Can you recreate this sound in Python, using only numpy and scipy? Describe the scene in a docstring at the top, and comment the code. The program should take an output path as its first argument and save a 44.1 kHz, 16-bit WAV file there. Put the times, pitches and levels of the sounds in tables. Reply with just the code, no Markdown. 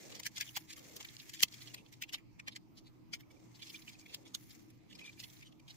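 """Plastic chafes, then snaps, as two hands twist a toy figure near a phone's two microphones.
Joints and tabs let go in short bursts of slips; these and the chafing ring the hollow shell.
Each snap jolts the hands with a low thud. Brief near-pure tones sound with some snaps or on their own.
Table and backdrop add a short echo. The room is quiet: rumble, hiss, a low wavering hum,
and a soft low rustle that swells at a steady pace."""
import sys
import numpy as np
from scipy import signal
from scipy.io import wavfile

SR = 44100
rng = np.random.default_rng(int(sys.argv[2]) if len(sys.argv) > 2 else 0)


def dump_mix(stems):
    """Bounce the given channels to the path in sys.argv[1] as a 16-bit WAV at rate SR."""
    frames = np.atleast_2d(stems).T  # one column per channel
    limited = np.clip(frames, -1, 1)  # hard clip at full scale
    pcm = np.round(limited * 32767).astype(np.int16)
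    wavfile.write(sys.argv[1], SR, pcm)


N = 254016

# two spells of chafing, each: t/s, body level/dB, treble level/dB
CHAFE_SPELLS = [
    [(0.0, -65, -74), (.15, -66, -79), (0.22, -72, -85), (0.31, -74.5, -84), (0.48, -66, -68.5),
     (.6, -73, -72), (0.67, -77.5, -85), (0.85, -68.5, -75.5), (1.05, -68.5, -78.5), (1.2, -69, -74),
     (1.48, -72, -83), (1.63, -65, -71.5), (1.72, -70.5, -84), (1.8, -80, -88), (2.05, -86, -95),
     (2.2, -105, -104)],
    [(3.28, -100, -100), (3.33, -79, -89), (3.5, -80, -95), (3.6, -73.5, -80), (3.78, -71, -72),
     (3.92, -74, -80), (3.97, -78.5, -92), (4.07, -74.5, -79), (4.18, -77.5, -86.5), (4.3, -78, -92),
     (4.4, -74, -73), (4.55, -72.5, -74.5), (4.73, -88, -95), (4.87, -91.5, -100), (5.0, -73, -89.5),
     (5.14, -77, -88.5), (5.22, -73.5, -69), (5.39, -73, -77.5), (5.5, -87, -100), (5.62, -91, -100),
     (5.76, -74.5, -83.5)],
]
# pitches that chafing stirs more: f/Hz, boost/dB
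CHAFE_PEAKS = [(2300, 2.5), (6600, 3)]
# hollow shell: f/Hz, level/dB, t60/s
SHELL_MODES = [(535, 11.5, 0.0047), (880, 13.5, 0.0069), (1168, 12.5, 0.0081), (1510, 15.5, 0.0014),
               (2148, 7, 0.0065), (1900, -9.5, 0.024), (2388, 4.5, 0.01), (2692, 2, 0.02),
               (3240, -6, 0.008), (2930, -1, 0.011), (3400, 3, 0.0076), (3700, -2, 0.011),
               (4000, 4.5, 0.0024), (4387, 1.5, 0.013), (4755, 6, 0.0029), (5365, 4, 0.017),
               (5750, 7, 0.00083), (6350, 8, 0.0017), (6560, 8, 0.00098), (7410, 3, 0.0082),
               (8640, -4.5, 0.0076), (10030, 4.5, 0.001), (10120, 2, 0.0047), (11100, 0, 0.0016),
               (11600, 5, 0.0018), (12800, 3.5, 0.0026), (13000, 2.5, 0.0025), (14200, 9, 0.0024),
               (15100, 3.5, 0.0022), (15500, 9.5, .003)]
# shell balance at the microphones: f/Hz, left-right/dB
SHELL_PAN = [(600, -0.5), (1200, -0.5), (2400, -3), (4000, -4.5), (6500, 2), (9000, 4.5), (13000, -1)]
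# room noise, low part: f/Hz, density/dB per Hz
ROOM_RUMBLE = [(15, -110), (28, -93.5), (60, -96), (120, -85.5), (200, -88.5), (260, -89), (330, -94.5),
               (400, -102)]
# room noise, upper part: f/Hz, density/dB per Hz
ROOM_HISS = [(560, -105), (900, -104), (1150, -107), (1450, -117), (1750, -117), (2250, -110), (2900, -116),
             (5300, -117), (7200, -125), (8300, -135), (10500, -133), (12500, -126), (14500, -124),
             (16000, -130)]
# room noise image: f/Hz, left-right correlation, left-right/dB
ROOM_STEREO = [(30, 0.0011, -1), (250, 0.054, -2.5), (500, 0.0003, -2), (2000, 0.0045, -1),
               (11980, 0.028, -6)]
# wavering tones: f/Hz, width/Hz, level/dB
HUM_TONES = [(121, 7, -68), (313.6, 47, -68)]
# successive rustle swells: level/dB
RUSTLE_LEVELS_DB = [-58.5, -62.5, -69, -83, -70, -65.5, -70]
# joints snapping: t/s, level/dB, centre f/Hz, width/octaves, 6 dB rise/ms, left-right/dB
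SNAPS = [(0.1242, -49, 4180, 0.4, 3, 6), (0.153, -48.5, 4000, 1.8, 3.5, 2), (.165, -54.5, 3400, 1, 10, 4),
         (0.1993, -42.5, 3100, 3.6, 2.5, 6), (0.2347, -44, 4530, 0.58, 1.3, 4),
         (.256, -44.5, 3800, 1.6, 5, 11), (0.2665, -33, 3700, 3.6, 3.5, 1.5),
         (0.363, -45, 3820, 1.3, 2.5, 5), (0.372, -42.5, 3520, 0.92, 3, 4),
         (0.382, -40, 4080, 0.87, 3.5, 4), (0.4112, -34.5, 3160, 1.5, 4.5, 4.5),
         (0.424, -43.5, 3100, 0.74, 5.5, 2), (.477, -53.5, 3020, 0.3, 6, 4), (0.492, -52, 3040, 0.1, 3, 1),
         (0.565, -41.5, 3700, 1.4, 6, -2.5), (.571, -31, 3700, 4.6, 3, 6),
         (0.7083, -49.5, 3870, 2.4, 10, 4.5), (0.732, -48, 4350, 1.2, 3.5, 3.5),
         (0.766, -52, 4500, 1.5, 2.5, 3), (0.7792, -53, 5800, 4, 5, 8.5), (0.793, -54, 5000, 2.6, 2.5, 4),
         (.885, -63, 6000, 3.8, 4, 1.5), (0.9673, -45, 5100, 1.1, 3.5, 2),
         (1.009, -46.5, 3280, 1.3, 4.5, 4), (1.0298, -50, 3760, 0.83, 2, 5),
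         (1.051, -41, 2440, 0.82, 2.5, 3.5), (1.088, -51, 3650, 0.45, 2, 3),
         (1.1673, -45.5, 4340, 0.26, 0.8, -2), (1.2013, -52.5, 3800, 0.62, 6, 5),
         (1.2965, -46.5, 3700, 1.9, 3, 6.5), (1.3376, -45, 5100, 2.2, 2, 2), (1.348, -49, 4000, 2, 6, 7),
         (1.372, -56, 3700, 0.75, 6.5, 2), (1.399, -47, 3200, 0.93, 4, 1), (1.4054, -36.5, 4200, 1.3, 1, 3),
         (1.4225, -41, 4920, 1.3, 7.5, 8), (1.4276, -37.5, 5040, 1.6, 1.7, 18),
         (1.4315, -24.5, 4770, 1.1, 2, -3.5), (1.4342, -17, 4000, 1.12, 0.7, 4.5),
         (1.484, -53.5, 4350, 0.74, 2, 3), (1.527, -52, 4530, 0.82, 2, 5), (1.5422, -49.5, 4160, 1.4, 5, 4),
         (1.6187, -54, 3700, 0.36, 6, 1), (1.677, -54, 4300, 0.39, 7.5, -3),
         (1.7447, -44, 4100, 1.25, 3, 4.5), (1.7806, -58.5, 2960, 0.45, 13, 0),
         (1.863, -64.5, 2980, 0.33, 4, -2.5), (1.9281, -54, 4700, 1.9, 3.5, 2),
         (1.9383, -57, 4100, 1.1, 2.5, 3), (2.0236, -38, 2880, 3.1, 3.5, 6),
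         (2.0368, -43, 2850, 0.57, 3.5, 1), (2.094, -50, 2790, 0.56, 4.5, 3),
         (2.127, -50, 3030, 1.3, 1.5, 7), (2.136, -39, 3080, 1.45, 3.5, 6),
         (2.1451, -39.5, 3240, 0.74, 5, 3), (2.182, -60.5, 2480, 0.93, 12, 3.5),
         (2.3986, -46.5, 2250, 0.17, 3, 1.5), (2.4822, -38.5, 2730, 0.75, 4, 4),
         (2.525, -58.5, 3400, 0.58, 6, 1), (2.563, -43, 3320, 1.5, 4, 3), (2.7816, -58, 4200, 0.28, 8, -1),
         (2.872, -64, 3830, 0.13, 10, 5), (3.1377, -40, 3400, 0.77, 3.5, 7),
         (3.146, -47.5, 3590, 1.2, 7, 1), (3.2065, -59.5, 2600, 2.4, 7, 3.5),
         (3.312, -64.5, 4000, 1.3, 4.5, 7), (3.556, -61.5, 4600, 0.38, 6, 6.5),
         (3.601, -58.5, 3040, 0.86, 4, 2), (3.6227, -51, 3330, 0.3, 3, -4), (3.63, -50.5, 3300, 0.27, 5, 4),
         (3.6675, -59, 4000, 0.46, 8, 3), (3.677, -55.5, 3950, .7, 12, 1),
         (3.7012, -50.5, 3700, 0.48, 4, 6.5), (3.744, -59.5, 4000, 0.98, 12, -1),
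         (3.7594, -50.5, 3400, 0.25, 4.5, 1), (3.822, -60, 3700, 0.46, 4.5, 1),
         (3.879, -50.5, 2630, 0.3, 3.5, 0), (3.892, -54.5, 4500, 2, 7, 3),
         (3.935, -60.5, 4000, 0.85, 14, 4), (3.996, -57.5, 7160, 0.89, 5, 7.5),
         (4.012, -59, 5000, 1.2, 4, 2), (4.063, -54.5, 2900, 0.61, 3, 2), (4.098, -60, 3180, 0.67, 9, 2),
         (4.139, -54.5, 3700, 0.63, 10, 2), (4.1463, -37, 4000, 0.35, 1.7, 4),
         (4.2642, -59, 3180, 0.51, 6, 0), (4.2794, -59.5, 4370, 0.55, 5, 3), (4.3496, -34, 5030, 1, 2.5, 2),
         (4.51, -56, 5430, 0.93, 6, 5.5), (4.704, -62.5, 3230, 2.4, 4, 4.5), (4.911, -61, 3340, 1, 8, 2),
         (4.9294, -55, 2900, 0.24, 4, 0), (4.9555, -54.5, 4970, 0.2, 4.5, 6),
         (4.994, -52, 2920, 0.79, 4.5, 1), (5.014, -63, 3200, 0.77, 9, 2), (5.043, -62, 4100, 0.23, 6, 7),
         (5.064, -54.5, 3920, 0.19, 11, 3.5), (5.082, -70, 3600, 0.36, 1, 2),
         (5.097, -60.5, 3600, 1.1, 7, 5), (5.13, -67, 3800, 0.34, 4, 4), (5.1785, -64, 2610, .5, 0, -5),
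         (5.2025, -48, 3800, 0.74, 5.5, 2.5), (5.2412, -48.5, 3400, 1.25, 4.5, 1),
         (5.301, -59.5, 3550, 0.14, 2.5, -5), (5.368, -65, 3770, 0.32, 4.5, 2),
         (5.4113, -55.5, 4160, 0.93, 1, 3), (5.4284, -53.5, 2850, 0.66, 3.5, 3),
         (5.4675, -63.5, 3400, 0.29, 12, 2), (5.5252, -63, 3250, 0.47, 2.8, 3),
         (5.5992, -61.5, 3170, 0.88, 1.7, 3), (5.684, -55.5, 3400, 0.75, 3.5, 3.5),
         (5.7054, -53.5, 4200, 0.34, 6, 1.5)]
# snaps that jar the whole figure: t/s, bass re body/dB
SNAP_KNOCKS = [(.1256, -11), (.154, -9.5), (.1997, -9.5), (.3819, -12.5), (.571, -16), (.7798, -9.5),
               (.9685, -21), (1.01, -9.5), (1.4338, -21.5), (1.7441, -12.5), (2.1437, -14), (2.3988, -15.5),
               (2.4819, -15), (2.563, -21.5), (3.1386, -19.5), (4.1475, -26), (4.2652, -13), (5.7052, -9.5)]
# snaps crisper or duller than their width implies: t/s, treble boost/dB
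SNAP_CRISPNESS = [(.1997, -1.5), (.2671, -7.5), (.3819, -5), (.4105, 0), (.493, -3), (.571, -5.5),
                  (.7088, -8), (.9685, 9), (1.4052, 5), (1.4283, 15.5), (1.4338, 11), (1.7441, 7),
                  (2.0243, -4.5), (2.1437, 3.5), (2.3988, -7), (2.4819, -7), (2.563, -9), (2.7808, 3),
                  (3.1386, -10.5), (3.6286, -1), (3.7014, 13), (4.1475, 15), (4.3494, 1.5), (5.2014, 2.5),
                  (5.2418, 1)]
# modes that one snap stirs more or less: t/s, mode f/Hz, boost/dB
SNAP_ACCENTS = [(.2671, 1900, -3), (.2671, 4755, 4.5), (.4105, 1900, 2), (.571, 2692, -4),
                (1.4052, 6560, 1), (1.4338, 2692, 2.5), (1.4338, 4000, -7), (1.4338, 1900, -6),
                (1.4338, 6560, -10), (2.0243, 2692, 5), (2.0243, 2148, -3.5), (2.4819, 2388, 2),
                (2.563, 2148, 0), (3.1386, 3400, -6), (3.147, 4755, 11), (3.6286, 4755, 10),
                (3.7014, 5365, 9), (4.1475, 3700, 5), (4.3494, 3400, 9.5), (4.3494, 4387, 6),
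                (4.3494, 5365, -16), (4.3494, 5750, -20), (4.3494, 6560, 8), (4.9947, 3400, 7)]
# brief near-pure tones: peak t/s, level/dB, f/Hz, length/ms, left-right/dB
BRIEF_TONES = [(.258, -50, 1670, 5.8, -5), (.266, -50.5, 1655, 5.7, -0.5), (0.4077, -46.5, 1670, 4.7, -1),
               (0.4168, -47, 1650, 6.8, 0), (0.4257, -55, 1720, 6, 2), (.412, -41.5, 3500, 4, 3),
               (1.4335, -37, 2045, 5.6, 4), (1.4353, -29, 2600, 3.1, 0.5), (.491, -54, 3030, 9, 3),
               (1.4348, -26.5, 3110, 3.5, -12), (1.707, -60, 2870, 8, -2), (2.144, -45, 3100, 4.3, 3),
               (3.1365, -41.5, 2284, 4.3, -2), (3.139, -37, 4820, 4.1, -3), (1.7852, -55.5, 2520, 5, 2.5),
               (3.2355, -68, 2276, 6.2, -13), (3.311, -62.5, 2260, 10, -2), (3.3705, -70, 2360, 11, -7),
               (3.629, -58, 2350, 17, -11), (3.7477, -47, 2380, 9.5, -3), (3.7913, -66, 2340, 5.7, -10),
               (3.899, -57.5, 2320, 6.3, -3.5), (3.9535, -59.5, 2520, 5.7, -2.5),
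               (4.0295, -67, 2360, 11, -6), (2.0248, -56.5, 1500, 8, 2.5), (3.14, -59, 1416, 8, -0.5),
               (5.203, -52, 5440, 8.9, 2), (5.234, -58, 2000, 7, -3), (4.35, -58, 1446, 7.8, -4),
               (4.9555, -62, 2400, 9, -9), (4.996, -58, 2500, 6, -2), (5.0167, -55.5, 2360, 5.4, -12),
               (5.0252, -53.5, 2530, 9.2, 2), (5.035, -56, 2464, 5, -0.4), (5.0433, -57, 2330, 5, -10),
               (5.052, -50, 2400, 4.7, 6), (5.064, -63, 2410, 9.1, 1), (5.0807, -50.5, 2380, 10, -3),
               (5.0958, -50, 2380, 8.4, -2), (5.1799, -62, 2380, 11, -2), (5.4316, -62, 2335, 11.4, -6),
               (5.6005, -66.5, 2371, 7.5, -6)]

BASS_TOP_HZ, TREBLE_FROM_HZ = 1500, 9000   # the body band lies between
HALF_BURST_SAMPLES = 1536
LEFT_RIGHT = np.array([[1], [-1]])


def from_db(db):
    return 10 ** (np.asarray(db) / 20)


def unit_rms(x):
    return x / np.sqrt(np.mean(x ** 2) + 1e-20)


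def pan(left_right_db):
    return from_db(left_right_db / 2 * LEFT_RIGHT)


def at_hz(table, hz, column=1):
    table = np.array(table)
    return np.interp(np.log(hz), np.log(table[:, 0]), table[:, column])


def butter(x, edges_hz, kind, order=2):
    return signal.sosfilt(signal.butter(order, edges_hz, kind, fs=SR, output="sos"), x)


def drift(rate_hz):
    """Slow random wander, rms 1."""
    hop, settle = 40, 2000
    r = np.exp(-2 * np.pi * rate_hz * hop / SR)
    slow = signal.lfilter([1], [1, -2 * r, r * r], rng.standard_normal(N // hop + settle + 2))[settle:]
    return np.interp(np.arange(N) / hop, np.arange(len(slow)), unit_rms(slow))


def resonate(x, hz, t60_s):
    """One decaying mode, t60 at least 2 ms; white noise keeps its rms."""
    loss, w = np.log(1000) / (max(t60_s, .002) * SR), 2 * np.pi * hz / SR
    r = np.exp(-loss)
    return signal.lfilter([0, 2 * np.sqrt(loss) * np.sin(w)], [1, -2 * r * np.cos(w), r * r], x + 1e-18)


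def band_of(hz):
    """0 bass, 1 body, 2 treble."""
    return (hz > BASS_TOP_HZ).astype(int) + (hz > TREBLE_FROM_HZ)


def band_shares(hz, level_db):
    """Mode gains, scaled to power 1 in each band."""
    gain = from_db(level_db)
    for band in range(3):
        inside = band_of(hz) == band
        gain[..., inside] /= np.linalg.norm(gain[..., inside], axis=-1, keepdims=True)
    return gain


def slips(shape, per_s, spread_db):
    """Stick-slip friction: random impulses of uneven size, rms 1."""
    sizes = from_db(spread_db * np.minimum(rng.exponential(1, shape), 4)) * rng.choice([-1, 1], shape)
    return unit_rms(sizes * (rng.random(shape) < per_s / SR))


def chafe_levels_db():
    """Body and treble level per sample; silent between spells."""
    t, levels_db = np.arange(N) / SR, np.full((2, N), -120.)
    for spell in CHAFE_SPELLS:
        times_s, *curves_db = np.transpose(spell)
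        moving = (t >= times_s[0]) & (t <= times_s[-1])
        levels_db[:, moving] = [np.interp(t[moving], times_s, db) for db in curves_db]
    return levels_db


def chafing(hz, mode_db, body_db, treble_db):
    """Rubbing parts slip in a stream; yields a flickering stereo drive per mode."""
    stream = slips((2, N), per_s=3600, spread_db=2.6) * from_db(2.2 * drift(43))
    bass_db = body_db - 17
    bands = from_db([bass_db, body_db, treble_db])[:, None] * stream
    boost_db = sum(db * np.exp(-(5 * np.log2(hz / peak_hz)) ** 2) for peak_hz, db in CHAFE_PEAKS)
    for gain, band in zip(band_shares(hz, mode_db + boost_db), band_of(hz)):
        yield gain * from_db(3 * drift(26)) * bands[band]


def ticks(chafe_db, count=45):
    """Faint random snaps, denser and louder where chafing is harder; rows as in SNAPS."""
    jitter, size, pitch, width, rise, side = rng.random((count, 6)).T
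    rubbed = np.cumsum(from_db(chafe_db / 2))
    at = np.minimum(np.searchsorted(rubbed / rubbed[-1], (np.arange(count) + jitter) / count), N - 1)
    level_db = chafe_db[at] + 1 - 2 * np.log(size + .05)
    centre_hz = 2300 * (5000 / 2300) ** pitch
    width_oct = .5 * (1.6 / .5) ** width
    rise_ms = 1.3 * (5 / 1.3) ** rise
    return np.transpose([at / SR, level_db, centre_hz, width_oct, rise_ms, 5 * (2 * side - 1)])


def room_noise(flicker_db=2.5):
    """Rumble and hiss in third-octave bands, each flickering on its own."""
    out, edges_hz = 0, 20 * 2 ** np.arange(0, 9.9, 1 / 3)
    white = rng.standard_normal((2, 2, N))
    for k, (low_hz, high_hz) in enumerate(zip(edges_hz, edges_hz[1:])):
        hz = np.sqrt(low_hz * high_hz)
        mid, side = butter(white[k % 2], [low_hz, high_hz], "band")
        correlation = at_hz(ROOM_STEREO, hz)
        stereo = np.sqrt(1 + correlation) * mid + np.sqrt(1 - correlation) * side * LEFT_RIGHT
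        gain = from_db(at_hz(ROOM_RUMBLE + ROOM_HISS, hz) + flicker_db * drift(5.5))
        out += gain * pan(at_hz(ROOM_STEREO, hz, column=2)) * stereo
    return out * np.sqrt(SR / 4)   # two unit white noises hold 4 / SR of power per Hz


def hum(waver_db=2.5, waver_hz=3.4):
    """Wavering low tones: noise twice through a narrow resonance, left and right unrelated."""
    out = 0
    for hz, width_hz, level_db in HUM_TONES:
        t60_s = np.log(1000) / (np.pi * width_hz)
        gain = from_db(level_db + waver_db * drift(waver_hz))
        narrow = resonate(rng.standard_normal((2, N)), hz, t60_s)
        out += gain * unit_rms(resonate(narrow, hz, t60_s))
    return out


def rustle(first_s=.095, every_s=.82, length_s=.23, band_hz=(233, 564)):
    """Low band noise in evenly spaced soft swells, left and right unrelated."""
    t = np.arange(N) / SR
    swells = sum(from_db(db) * np.exp(-(2 * (t - first_s - k * every_s) / length_s) ** 4)
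                 for k, db in enumerate(RUSTLE_LEVELS_DB))
    return swells * unit_rms(butter(rng.standard_normal((2, N)), band_hz, "band"))


def nearest_snap(time_s):
    return np.argmin(abs(np.array(SNAPS)[:, 0] - time_s))


def snap_bursts(rise_ms, fall_per_rise=1.05, crack_db=10.5):
    """A short crackle that swells to one sharp crack and fades; one row per snap."""
    ms = np.arange(-HALF_BURST_SAMPLES, HALF_BURST_SAMPLES) / SR * 1000
    rise_ms, fall_ms = np.clip([rise_ms, fall_per_rise * rise_ms], .8, 12)[:, :, None]
    envelope = from_db(-6 * np.where(ms < 0, -ms / rise_ms, ms / fall_ms) ** 1.096)
    bursts = slips(envelope.shape, per_s=7000, spread_db=3.8) * envelope
    bursts[:, HALF_BURST_SAMPLES] += from_db(crack_db)
    energy = np.sum(envelope ** 2, axis=1)   # a snap frees a set energy
    return bursts * np.sqrt(energy / np.sum(bursts ** 2 + 1e-20, axis=1))[:, None]


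def snap_focus_db(hz, centre_hz, width_oct):
    """A snap stirs body modes near its centre most, those far above weakly, those far below least."""
    distance = np.log2(hz / centre_hz[:, None]) / width_oct[:, None]
    floor_db = -15.5 + .5 * np.log2(np.minimum(width_oct, 1))[:, None] - 24 * (distance < 0)
    focus_db = np.maximum(-9 * distance ** 2, floor_db) * (band_of(hz) == 1)
    for time_s, mode_hz, boost_db in SNAP_ACCENTS:
        focus_db[nearest_snap(time_s), np.argmin(abs(hz - mode_hz))] += boost_db
    return focus_db


def snap_bands_db(width_oct):
    """Bass, body and treble re body, per snap; wider snaps are crisper."""
    bass_db = np.full(len(width_oct), -25.5)
    treble_db = -14 + 5.5 * np.log2(width_oct)
    for time_s, knock_db in SNAP_KNOCKS:
        bass_db[nearest_snap(time_s)] = knock_db
    for time_s, boost_db in SNAP_CRISPNESS:
        treble_db[nearest_snap(time_s)] += boost_db
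    return np.stack([bass_db, np.zeros_like(bass_db), treble_db], axis=1)


def snapping(hz, mode_db, events, strike_spread_db=2.5, pan_spread_db=1.5, lag_spread_ms=.8):
    """Joints let go in bursts; yields a stereo drive per mode."""
    times_s, level_db, centre_hz, width_oct, rise_ms, pan_db = events.T
    bursts = snap_bursts(rise_ms)
    scatter = rng.standard_normal((len(events), 2, len(hz)))
    # each mode leaves another face of the toy, so has its own left-right lag
    lag_samples = rng.uniform(-1, 1, (len(events), len(hz))) * lag_spread_ms * SR / 1000
    strike_db = mode_db + snap_focus_db(hz, centre_hz, width_oct) + strike_spread_db * scatter[:, 0]
    band_db = level_db[:, None] + snap_bands_db(width_oct)[:, band_of(hz)]
    gain = band_shares(hz, strike_db) * from_db(band_db)
    gain *= (-1) ** np.arange(len(hz))   # neighbouring modes swing against each other
    lean = from_db((pan_db[:, None] + pan_spread_db * scatter[:, 1]) / 2)
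    span = 2 * HALF_BURST_SAMPLES
    for m in range(len(hz)):
        drive = np.zeros((2, N + 2 * span))
        for e, burst in enumerate(bursts):
            left = round(times_s[e] * SR) + HALF_BURST_SAMPLES
            right = left + round(lag_samples[e, m])
            drive[0, left:left + span] += gain[e, m] * lean[e, m] * burst
            drive[1, right:right + span] += gain[e, m] / lean[e, m] * burst
        yield drive[:, span:span + N]


def shell(bass_cut_hz=505, upper_cut_hz=1835):
    """Snaps, ticks and chafing ring the same modes; small parts hardly radiate below the cuts."""
    hz, mode_db, t60_s = np.transpose(SHELL_MODES)
    body_db, treble_db = chafe_levels_db()
    snaps = snapping(hz, mode_db, np.vstack([SNAPS, ticks(body_db)]))
    rubs = chafing(hz, mode_db, body_db, treble_db)
    bass, upper = np.zeros((2, 2, N))
    for mode_hz, mode_t60_s, snap, rub in zip(hz, t60_s, snaps, rubs):
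        ringing = pan(at_hz(SHELL_PAN, mode_hz)) * resonate(snap + rub, mode_hz, mode_t60_s)
        if mode_hz > BASS_TOP_HZ:
            upper += ringing
        else:
            bass += ringing
    return butter(bass, bass_cut_hz, "high", order=6) + butter(upper, upper_cut_hz, "high", order=6)


def thuds(hz=176.6, t60_s=.026, gain_db=-27):
    """Each snap jolts the hands: a low dull push in step with its strength."""
    times_s, level_db = np.transpose(SNAPS)[:2]
    pushes = np.zeros(N)
    pushes[np.round(times_s * SR).astype(int)] = from_db(level_db + gain_db) * np.sqrt(.005 * SR)
    return resonate(butter(pushes, [.55 * hz, 7.5 * hz], "band"), hz, t60_s)


def echoes(x, t60_s=.04, gap_s=.002):
    """Table and backdrop return a short diffuse tail, different at each microphone."""
    t = np.arange(round(.15 * SR)) / SR
    tail = rng.standard_normal((2, len(t))) * from_db(-60 * t / t60_s) * (t > gap_s)
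    tail /= np.linalg.norm(tail, axis=1, keepdims=True)
    return signal.fftconvolve(x, tail, axes=1)[:, :N]


def brief_tones(right_lag_ms=.073, flutter_depth=.1, flutter_hz=477):
    """Brief near-pure tones, some on their own, some the strongest pitches of a snap."""
    out, half = np.zeros((2, N + SR)), 1024
    ms = np.arange(-half, half) / SR * 1000
    for time_s, level_db, hz, length_ms, pan_db in BRIEF_TONES:
        phase = 2 * np.pi * (hz * (ms - [[0], [right_lag_ms]]) / 1000 + rng.random())
        noise = rng.standard_normal((2, 2, 2 * half))
        flutter = flutter_depth * unit_rms(butter(noise, flutter_hz, "low"))
        tone = (1 + flutter[0]) * np.sin(phase) + flutter[1] * np.cos(phase)
        envelope = np.sqrt(2) * from_db(level_db - 6 * (2 * ms / length_ms) ** 2)
        at = round(time_s * SR) - half
        out[:, at:at + 2 * half] += pan(pan_db) * envelope * tone
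    return out[:, :N]


def scene():
    toy = from_db(3) * shell() + brief_tones()
    room = room_noise()
    return toy + from_db(-13) * echoes(toy) + thuds() + room + hum() + rustle()


def record(dry):
    """Steep low-pass, 70 dB down from 16.2 kHz."""
    return signal.sosfilt(signal.cheby2(16, 70, 16200, fs=SR, output="sos"), dry)


dry = scene()
out = record(dry)
dump_mix(out)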